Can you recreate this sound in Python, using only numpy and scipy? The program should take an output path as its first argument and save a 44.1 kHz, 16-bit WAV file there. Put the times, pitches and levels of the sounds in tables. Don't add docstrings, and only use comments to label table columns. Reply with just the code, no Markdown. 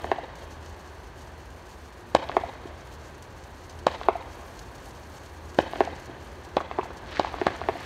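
import sys
import numpy as np
from scipy import signal
from scipy.fft import rfft, irfft, next_fast_len
from scipy.io import wavfile
from scipy.ndimage import uniform_filter1d

SR = 44100
rng = np.random.default_rng(int(sys.argv[2]) if len(sys.argv) > 2 else 0)


def wrap_up_sound(samples):
    columns = np.atleast_2d(samples).T
    tamed = np.clip(columns, -1, 1)
    steps = np.round(tamed * 32767).astype(np.int16)
    wavfile.write(sys.argv[1], SR, steps)


def rack_gain(trim_db):
    fader = np.asarray(trim_db, float)
    return 10 ** (fader / 20)


N = 346185
LEAD = SR // 4
LENGTH = next_fast_len(N + LEAD)
HZ = np.arange(LENGTH // 2 + 1) * SR / LENGTH + 1e-3
CLOCK = (np.arange(LENGTH) - LEAD) / SR
JF = 1j * np.arange(1, 1025) * SR / 2048

# arrival in seconds, peak in dB,
# blast length in ms, lead of the early front in ms, early front in dB.
EARLY = [
    (-.1015, -1, 0.97, 2.2, -6.5),
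]
SHELLS = [
    (2.15021, -1.6, 0.81, 2.21, -7.0),
    (3.86832, -2.9, 0.75, 2.19, -7.0),
    (5.58875, -5.9, 0.95, 2.22, -2.5),
    (6.56932, -8.2, 0.8, 2.13, -1.1),
    (7.19662, -6.5, 0.77, 1.92, -5.1),
    (7.46815, -6.3, 0.5, 1.88, -4.0),
]
# time in seconds, level in dB.
STIR = [(0.0, -68), (0.37, -76), (0.5, -71), (1.0, -68.5), (1.46, -69.5), (2.19, -70.5), (4.18, -69.5),
        (4.44, -64), (6.47, -71), (6.67, -74), (7.63, -70), (7.85, -66)]


def set_rms(x, db):
    return x * rack_gain(db) / np.sqrt(np.mean(x ** 2))


def colour(x, points):
    hz, db = np.transpose(points)
    gain = rack_gain(np.interp(np.log(HZ), np.log(hz), db))
    return irfft(rfft(x, LENGTH) * gain, LENGTH)


def curve(rows):
    s, db = np.transpose(rows)
    return rack_gain(np.interp(CLOCK, s, db, left=-120, right=db[-1]))


def after(s):
    return CLOCK - s


def walk(rate):
    hold = int(SR / rate)
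    steps = np.repeat(rng.standard_normal(LENGTH // hold + 1), hold)
    return 1.2 * uniform_filter1d(steps, hold)[:LENGTH]


def grains(rate, spread_db):
    hits = rng.random(LENGTH) < rate / SR
    return hits * rng.standard_normal(LENGTH) * rack_gain(spread_db * rng.exponential(size=LENGTH))


def town():
    # frequency in Hz, level in dB per Hz.
    spectrum = [(15, 1), (25, -2), (75, -3.5), (194, -12), (350, -9.5), (687, -12), (950, -11), (1350, -17),
                (1670, -16.5), (2130, -23), (4410, -31.5), (4910, -37), (6260, -37.5), (13700, -61),
                (15600, -53)]
    # time in seconds, level in dB.
    swell = [(0, -43), (.4, -45.5), (1.9, -47.5), (2.3, -45), (3.4, -47), (4.1, -45.5), (5.4, -46),
             (5.8, -44), (6.4, -45.5), (7.3, -42.5), (7.85, -42)]
    return set_rms(colour(rng.standard_normal(LENGTH), spectrum), 1.68) * curve(swell)


def hum():
    # frequency in Hz, width in Hz, level in dB.
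    lines = [(42.3, 6, -72), (58, 16, -53), (78.7, 2.8, -55), (80.7, 9.6, -58), (120.6, 12, -60.5),
             (150.3, 5.8, -71.5)]
    noise = rfft(rng.standard_normal(LENGTH))
    total = 0
    for hz, width, db in lines:
        resonance = 1 / (1 + (2 * (HZ - hz) / width) ** 2)
        total = total + set_rms(irfft(noise * resonance, LENGTH), db)
    return total


def twig_snaps():
    # time in seconds, peak in dB, held to -40 at most. Those at 2.147 and 3.8665 s sound with the two
    ticks = [(0.354, -44), (0.7621, -54), (1.1746, -53), (1.5622, -60), (1.691, -52), (2.147, -28),
             (2.8698, -48), (3.1453, -50), (3.2237, -39), (3.4375, -45.5), (3.695, -40), (3.789, -40),
             (3.8665, -35), (4.4297, -55), (4.537, -69), (4.5919, -38), (4.95, -55), (5.0972, -54),
             (5.3456, -57), (5.5447, -44), (6.0565, -45), (6.2232, -53), (6.4486, -49), (6.4881, -48),
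             (6.932, -49), (6.9705, -43), (7.1106, -47), (7.4055, -56), (7.5616, -42), (7.8046, -43)]
    patter_per_s, patter_db, spread_db = 22, -57, 2.2
    hits = rng.random(LENGTH) < patter_per_s / SR
    strikes = hits * rack_gain(patter_db + spread_db * rng.standard_normal(LENGTH))
    for s, db in ticks:
        strikes[int(s * SR) + LEAD] = rack_gain(min(db, -40))
    t = np.arange(SR // 10) / SR
    t60_s, rise_s = 0.036, 0.0005
    decay = rack_gain(-9.5 - 60 * t / t60_s) * np.clip(t / rise_s, 0, 1)
    return signal.fftconvolve(strikes, decay)[:LENGTH]


def cloth_rubs():
    # start in seconds, length in seconds, level in dB.
    rubs = [(0.36, 0.092, -59), (.5, 0.043, -57), (0.595, .11, -63), (0.773, 0.04, -62),
            (1.175, 0.052, -54.5), (1.374, 0.034, -64), (1.69, 0.08, -65), (2.058, 0.042, -67),
            (2.345, 0.028, -57), (2.77, 0.036, -61), (2.903, .05, -63), (3.026, 0.059, -61),
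            (3.362, 0.045, -59.5), (3.607, 0.061, -64), (3.697, 0.032, -59), (4.04, 0.036, -77),
            (4.31, 0.038, -61), (4.603, 0.037, -70), (4.85, 0.038, -64), (4.95, 0.039, -69),
            (5.136, 0.045, -56), (5.212, 0.085, -59.5), (5.47, 0.035, -66), (5.566, 0.057, -53),
            (5.765, 0.044, -62), (6.2, 0.068, -62), (6.44, .03, -63), (6.547, 0.067, -58),
            (6.829, 0.034, -54), (6.956, 0.036, -61)]
    attack_s, release_s = 0.008, 0.0069
    total = 0
    for s, length, db in rubs:
        edges = np.minimum(after(s) / attack_s, 1 - after(s + length) / release_s)
        total = total + rack_gain(db - 8.5) * np.clip(edges, 0, 1)
    return total


def fibres():
    return set_rms(grains(8000, 1.5), 0)


def rustle():
    # frequency in Hz, level in dB per Hz.
    spectrum = [(1470, -11), (2500, -6), (3120, 0), (3400, -8), (4580, -2.5), (4870, -5.5), (6380, -2.5),
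                (6940, -4.5), (10300, -11), (13400, -17), (15600, -23)]
    snaps, rubs = twig_snaps(), cloth_rubs()
    gusts = rack_gain(1.6 * walk(22))
    stir = snaps + (rubs + curve(STIR) * gusts) * rack_gain(1.6 * walk(60))
    coarse = colour(fibres() * stir * rack_gain(1.7 * walk(70)), [(7000, -3), (11000, -18)])
    even = .6 * stir + curve(STIR) * rack_gain(-3 + 1.4 * walk(45))
    fine = colour(fibres() * even * rack_gain(1.7 * walk(80)), [(7000, -11.5), (11000, -1)])
    return rack_gain(16.5) * colour(coarse + fine, spectrum)


def crackle():
    # start in seconds, swell in seconds, hold in seconds, level in dB.
    stars = [
        (3.864, .03, 0.045, -45.5),
        (5.567, 0.045, 0.27, -51.5),
        (6.77, .03, 0.038, -68),
        (7.05, .07, 0.13, -41.5),
        (7.33, .08, 0.088, -46.5),
        (7.557, 0.24, .2, -48.5),
    ]
    dense = grains(3000, 1.5) * rack_gain(1.6 * walk(120))
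    pops = colour(dense, [(300, -25), (900, -5), (1700, 0), (3000, -4), (4500, -9),
                          (7000, -23), (10000, -40), (16000, -60)])
    swell_db, fade_db_per_s = 15, 121
    burn = 0
    for s, swell, hold, db in stars:
        rise = swell_db * np.clip(1 - after(s) / swell, 0, 1)
        fade = fade_db_per_s * np.clip(after(s + swell + hold), 0, 1)
        burn = burn + (after(s) > 0) * rack_gain(db - rise - fade)
    return set_rms(pops, 0) * burn


def front(ms, dull):
    ground = (493, 667, 1270)
    # centre in Hz, width in Hz.
    spread = (771, 1050)
    half = np.pi * JF.imag * ms / 1000
    wave = 1j * (np.sin(half) / half - np.cos(half)) / half * np.exp(-1j * half)
    ring = JF ** 2 / (ground[0] ** 2 + JF * ground[1] + JF ** 2) / (JF + ground[2])
    centre, width = spread[0] ** 2 + JF ** 2, JF * spread[1]
    lag = (centre - width) / (centre + width)
    return wave * ring * lag / (1 + JF * dull / 1000) ** 2


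def ping(hz, damping):
    mode = JF * hz / (hz ** 2 + JF * hz * damping + JF ** 2)
    return mode ** 2 / (1 + JF / 7000) ** 3


def add(track, s, db, shape):
    at = s * SR + LEAD
    shift = np.exp(-2 * np.pi * JF * (at % 1) / SR)
    wave = irfft(np.append(0, shape * shift))
    wave = wave * rack_gain(db) / np.abs(wave).max()
    track[int(at):int(at) + len(wave)] += wave[:len(track) - int(at)]


def first_arrivals():
    # later front in dB, crack in dB, crack in Hz, snap in dB, thump in dB.
    blows = [(-17, -13, 3500, -32, -22), (-8, -12, 3480, -21.5, -15), (-16.5, -16, 3770, -26, -19.5),
             (-3.5, -15.5, 3100, -44, -12), (-13, -24, 3470, -51, -21), (-11, -19, 3960, -44, -19),
             (-15, -28, 3600, -32, -15.5)]
    # frequency in Hz, gain in dB.
    roof_colour = [(500, -1), (1050, 1.5), (1400, -4), (1750, -0.5), (2300, -2.5), (3200, 2), (5000, 0)]
    early_crack_db = -19
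    first = np.zeros(LENGTH)
    for (s, db, ms, lead_ms, early_db), blow in zip([*EARLY, *SHELLS], blows):
        later_db, crack_db, hz, snap_db, thump_db = blow
        early = s - lead_ms / 1000
        add(first, s, db, front(ms, .86))
        add(first, early, db + early_db, front(1.57 * ms, 3.2))
        add(first, s + .00116, db + later_db, front(.74 * ms, 8.1))
        add(first, s + 0.00018, crack_db, ping(hz, 0.84))
        add(first, s + 0.00026, snap_db, ping(8000, 0.39))
        add(first, early + 0.000803, early_crack_db, ping(hz, 0.62))
        add(first, s - .002, thump_db, ping(228, 1.63))
    return colour(first, roof_colour)


def buildings(s, ms, facade, hard, house):
    delay, db, dull, face_db, setback_db = facade
    windows_db, face_windows_db, roofs_db = hard
    wall, wall_db, gable_db, shed, shed_db = house
    slap = s + delay
    face, setback = slap + .00755, slap + .00222
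    return [(slap, db, front(ms, dull)),
            (face, db + face_db, front(ms, dull)),
            (setback, db + setback_db, front(2.5 * ms, dull)),
            (slap, windows_db, ping(1790, 0.55)),
            (face, face_windows_db, ping(1450, 0.82)),
            (s + .2856, roofs_db, ping(702, 0.23)),
            (s + wall, wall_db, front(ms, 0.42)),
            (s + wall - .0055, gable_db, ping(3050, 0.71)),
            (s + shed, shed_db, ping(1700, 0.69))]


def wall_echoes():
    # delay in seconds, peak in dB, dullness per kHz,
    # second face in dB, duller setback in dB.
    facades = [(.21736, -6.0, 0.41, -10.2, -17.5), (.21708, -3.0, 0.63, -13.8, -16.9),
               (.2172, -1.0, 0.72, -12.1, -19.1), (.21692, -2.7, 1.06, -10.9, -13.1),
               (.2169, -11.4, 1.2, -30.0, -6.2), (.21768, -14.1, 2.95, -19.4, -4.7),
               (.21868, -8.4, 1.13, -6.3, -12.8)]
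    # facade windows, second face windows, stepped roofs, all in dB.
    hard_parts = [(-20, -35, -24), (-20.5, -48, -22.5), (-25, -33, -23), (-14, -23, -25), (-27, -40, -33.5),
                  (-19, -27, -28), (-17.5, -32, -28.5)]
    # delay in seconds, wall in dB, gable in dB, shed delay in seconds, shed in dB.
    houses = [(.1452, -16.5, -45, .1695, -32), (.1448, -16, -25.5, .1666, -22),
              (.1447, -20.5, -34, .1644, -26), (.1452, -17.5, -31, .169, -25),
              (.1427, -18.5, -45, .168, -42), (.1444, -17.5, -40, .17, -40),
              (.1468, -17.5, -33, .1703, -25.5)]
    # time in seconds, peak in dB, length in ms.
    strays = [(0.068, -34, 1), (2.227, -28, 0.53), (2.494, -32, 0.9), (5.758, -23, .95), (6.905, -27, 0.64),
              (7.034, -33, 0.99), (7.271, -29, 0.66), (7.385, -26, 0.58), (7.503, -25, 0.84),
              (7.639, -28, .9)]
    # frequency in Hz, gain in dB.
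    wall_colour = [(500, -1), (950, 1), (1500, -1), (2300, -4), (3300, 2), (6000, 0.5)]
    # time in seconds, peak in dB, frequency in Hz, damping.
    glints = [(0.0432, -26.5, 1770, 1), (0.051, -32, 646, 0.57), (4.034, -29.5, 3600, 0.55),
              (4.2248, -33.5, 2120, 0.52), (5.5871, -16, 1590, 0.24), (6.5725, -19.5, 784, 0.25),
              (6.579, -21, 1010, 0.4), (6.604, -22, 1170, 0.29), (6.61, -22, 710, 0.83),
              (6.714, -25.5, 1690, 0.98), (6.781, -27, 890, .4), (6.793, -16.5, 1000, 0.3),
              (6.8122, -30.5, 2470, 0.36), (6.831, -27.5, 950, 0.3), (7.1699, -21.5, 1780, 0.55),
              (7.2469, -16.5, 875, 0.47)]
    # seconds, peak in dB, Hz, damping.
    edges = [
        (2.1497, -19, 1630, .25),
        (2.1500, -26, 5100, .15),
        (2.655, -33, 300, .5),
        (3.8680, -25, 1800, .3),
        (6.0960, -31, 260, .9),
        (6.5690, -26, 1950, .3),
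        (7.4680, -26, 2400, .3),
    ]
    echoes = np.zeros(LENGTH)
    for shell, facade, hard, house in zip([*EARLY, *SHELLS], facades, hard_parts, houses):
        s, ms = shell[0], max(1.06 * shell[2], .78)
        for at, db, shape in buildings(s, ms, facade, hard, house):
            add(echoes, at, db, shape)
    for s, db, ms in strays:
        add(echoes, s, db, front(ms, 0.68))
    echoes = colour(echoes, wall_colour)
    for s, db, hz, damping in [*glints, *edges]:
        add(echoes, s, db, ping(hz, damping))
    return echoes


def tail(sound, groves, lumpy_db):
    # level in dB, t60 in seconds.
    scatter = [
        (-11, 0.066),
        (-31.5, 0.49),
        (-46.5, 4.3),
    ]
    # frequency in Hz, gain in dB.
    near_colour = [(60, 22), (200, -3.5), (700, -3.5), (1300, -2), (2500, 2), (4500, -4), (9000, -8)]
    far_colour = [(60, -7), (200, 4), (600, 0), (1200, 2.5), (2000, 13.5), (4000, 5), (8000, -3.5),
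                  (15000, -19)]
    t = np.arange(2 * SR) / SR
    onset = np.clip(t / 0.0012 - 1, 0, 1)
    near, *far = [rack_gain(db - 60 * t / t60) * onset for db, t60 in scatter]
    for s, db, spread in groves:
        near = near + rack_gain(db) * np.exp(-.5 * ((t - s) / spread) ** 2)
    lumps = rack_gain(lumpy_db * walk(150)[:len(t)])
    chance = 0.12 * lumps * rng.standard_normal(len(t))
    paths = colour(near * chance, near_colour) + colour(sum(far) * chance, far_colour)
    return signal.fftconvolve(sound, paths[:len(t)])[:LENGTH]


def fireworks():
    # delay in seconds, level in dB, spread in seconds.
    groves = [(.011, -27.5, 0.0034), (0.034, -32.5, 0.0034), (.052, -53, 0.0062), (0.077, -29.5, .004),
              (0.099, -47.5, 0.0081), (0.171, -32.5, 0.0049), (0.207, -37, 0.014), (0.26, -36.5, 0.0053),
              (0.298, -40, 0.016), (0.344, -32, 0.0052), (0.522, -48.5, 0.064)]
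    first, echoes = first_arrivals(), wall_echoes()
    first_tail = tail(first, groves, 3.5)
    echo_tail = rack_gain(-1.5) * tail(colour(echoes, [(1000, 0.5), (3000, 1.5)]), [], 0.67)
    return first + echoes + first_tail + echo_tail


def scene():
    mix = town() + hum() + rustle() + crackle() + fireworks()
    return mix[None, LEAD:LEAD + N]


def top_cut(x):
    return signal.sosfilt(signal.butter(12, 15800, fs=SR, output="sos"), x)


def record(dry):
    # frequency in Hz, width in Hz, gain in dB.
    case = [(361.6, 22, 4), (990, 370, 0), (1570, 220, 1.5), (1382, 164, -2), (3130, 130, -1),
            (4330, 230, 3.5), (5300, 1200, 0.5), (6240, 210, 2), (8740, 530, 3.5), (10500, 850, -4.5),
            (13300, 800, 2)]
    boost_db = sum(db / (1 + (2 * (HZ - hz) / width) ** 2) for hz, width, db in case)
    ends = (HZ < 15780) / (1 + (39 / HZ) ** 8)
    housed = irfft(rfft(dry, LENGTH) * rack_gain(boost_db) * ends, LENGTH)[:, :N]
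    return top_cut(housed)


dry = scene()
out = record(dry)
wrap_up_sound(out)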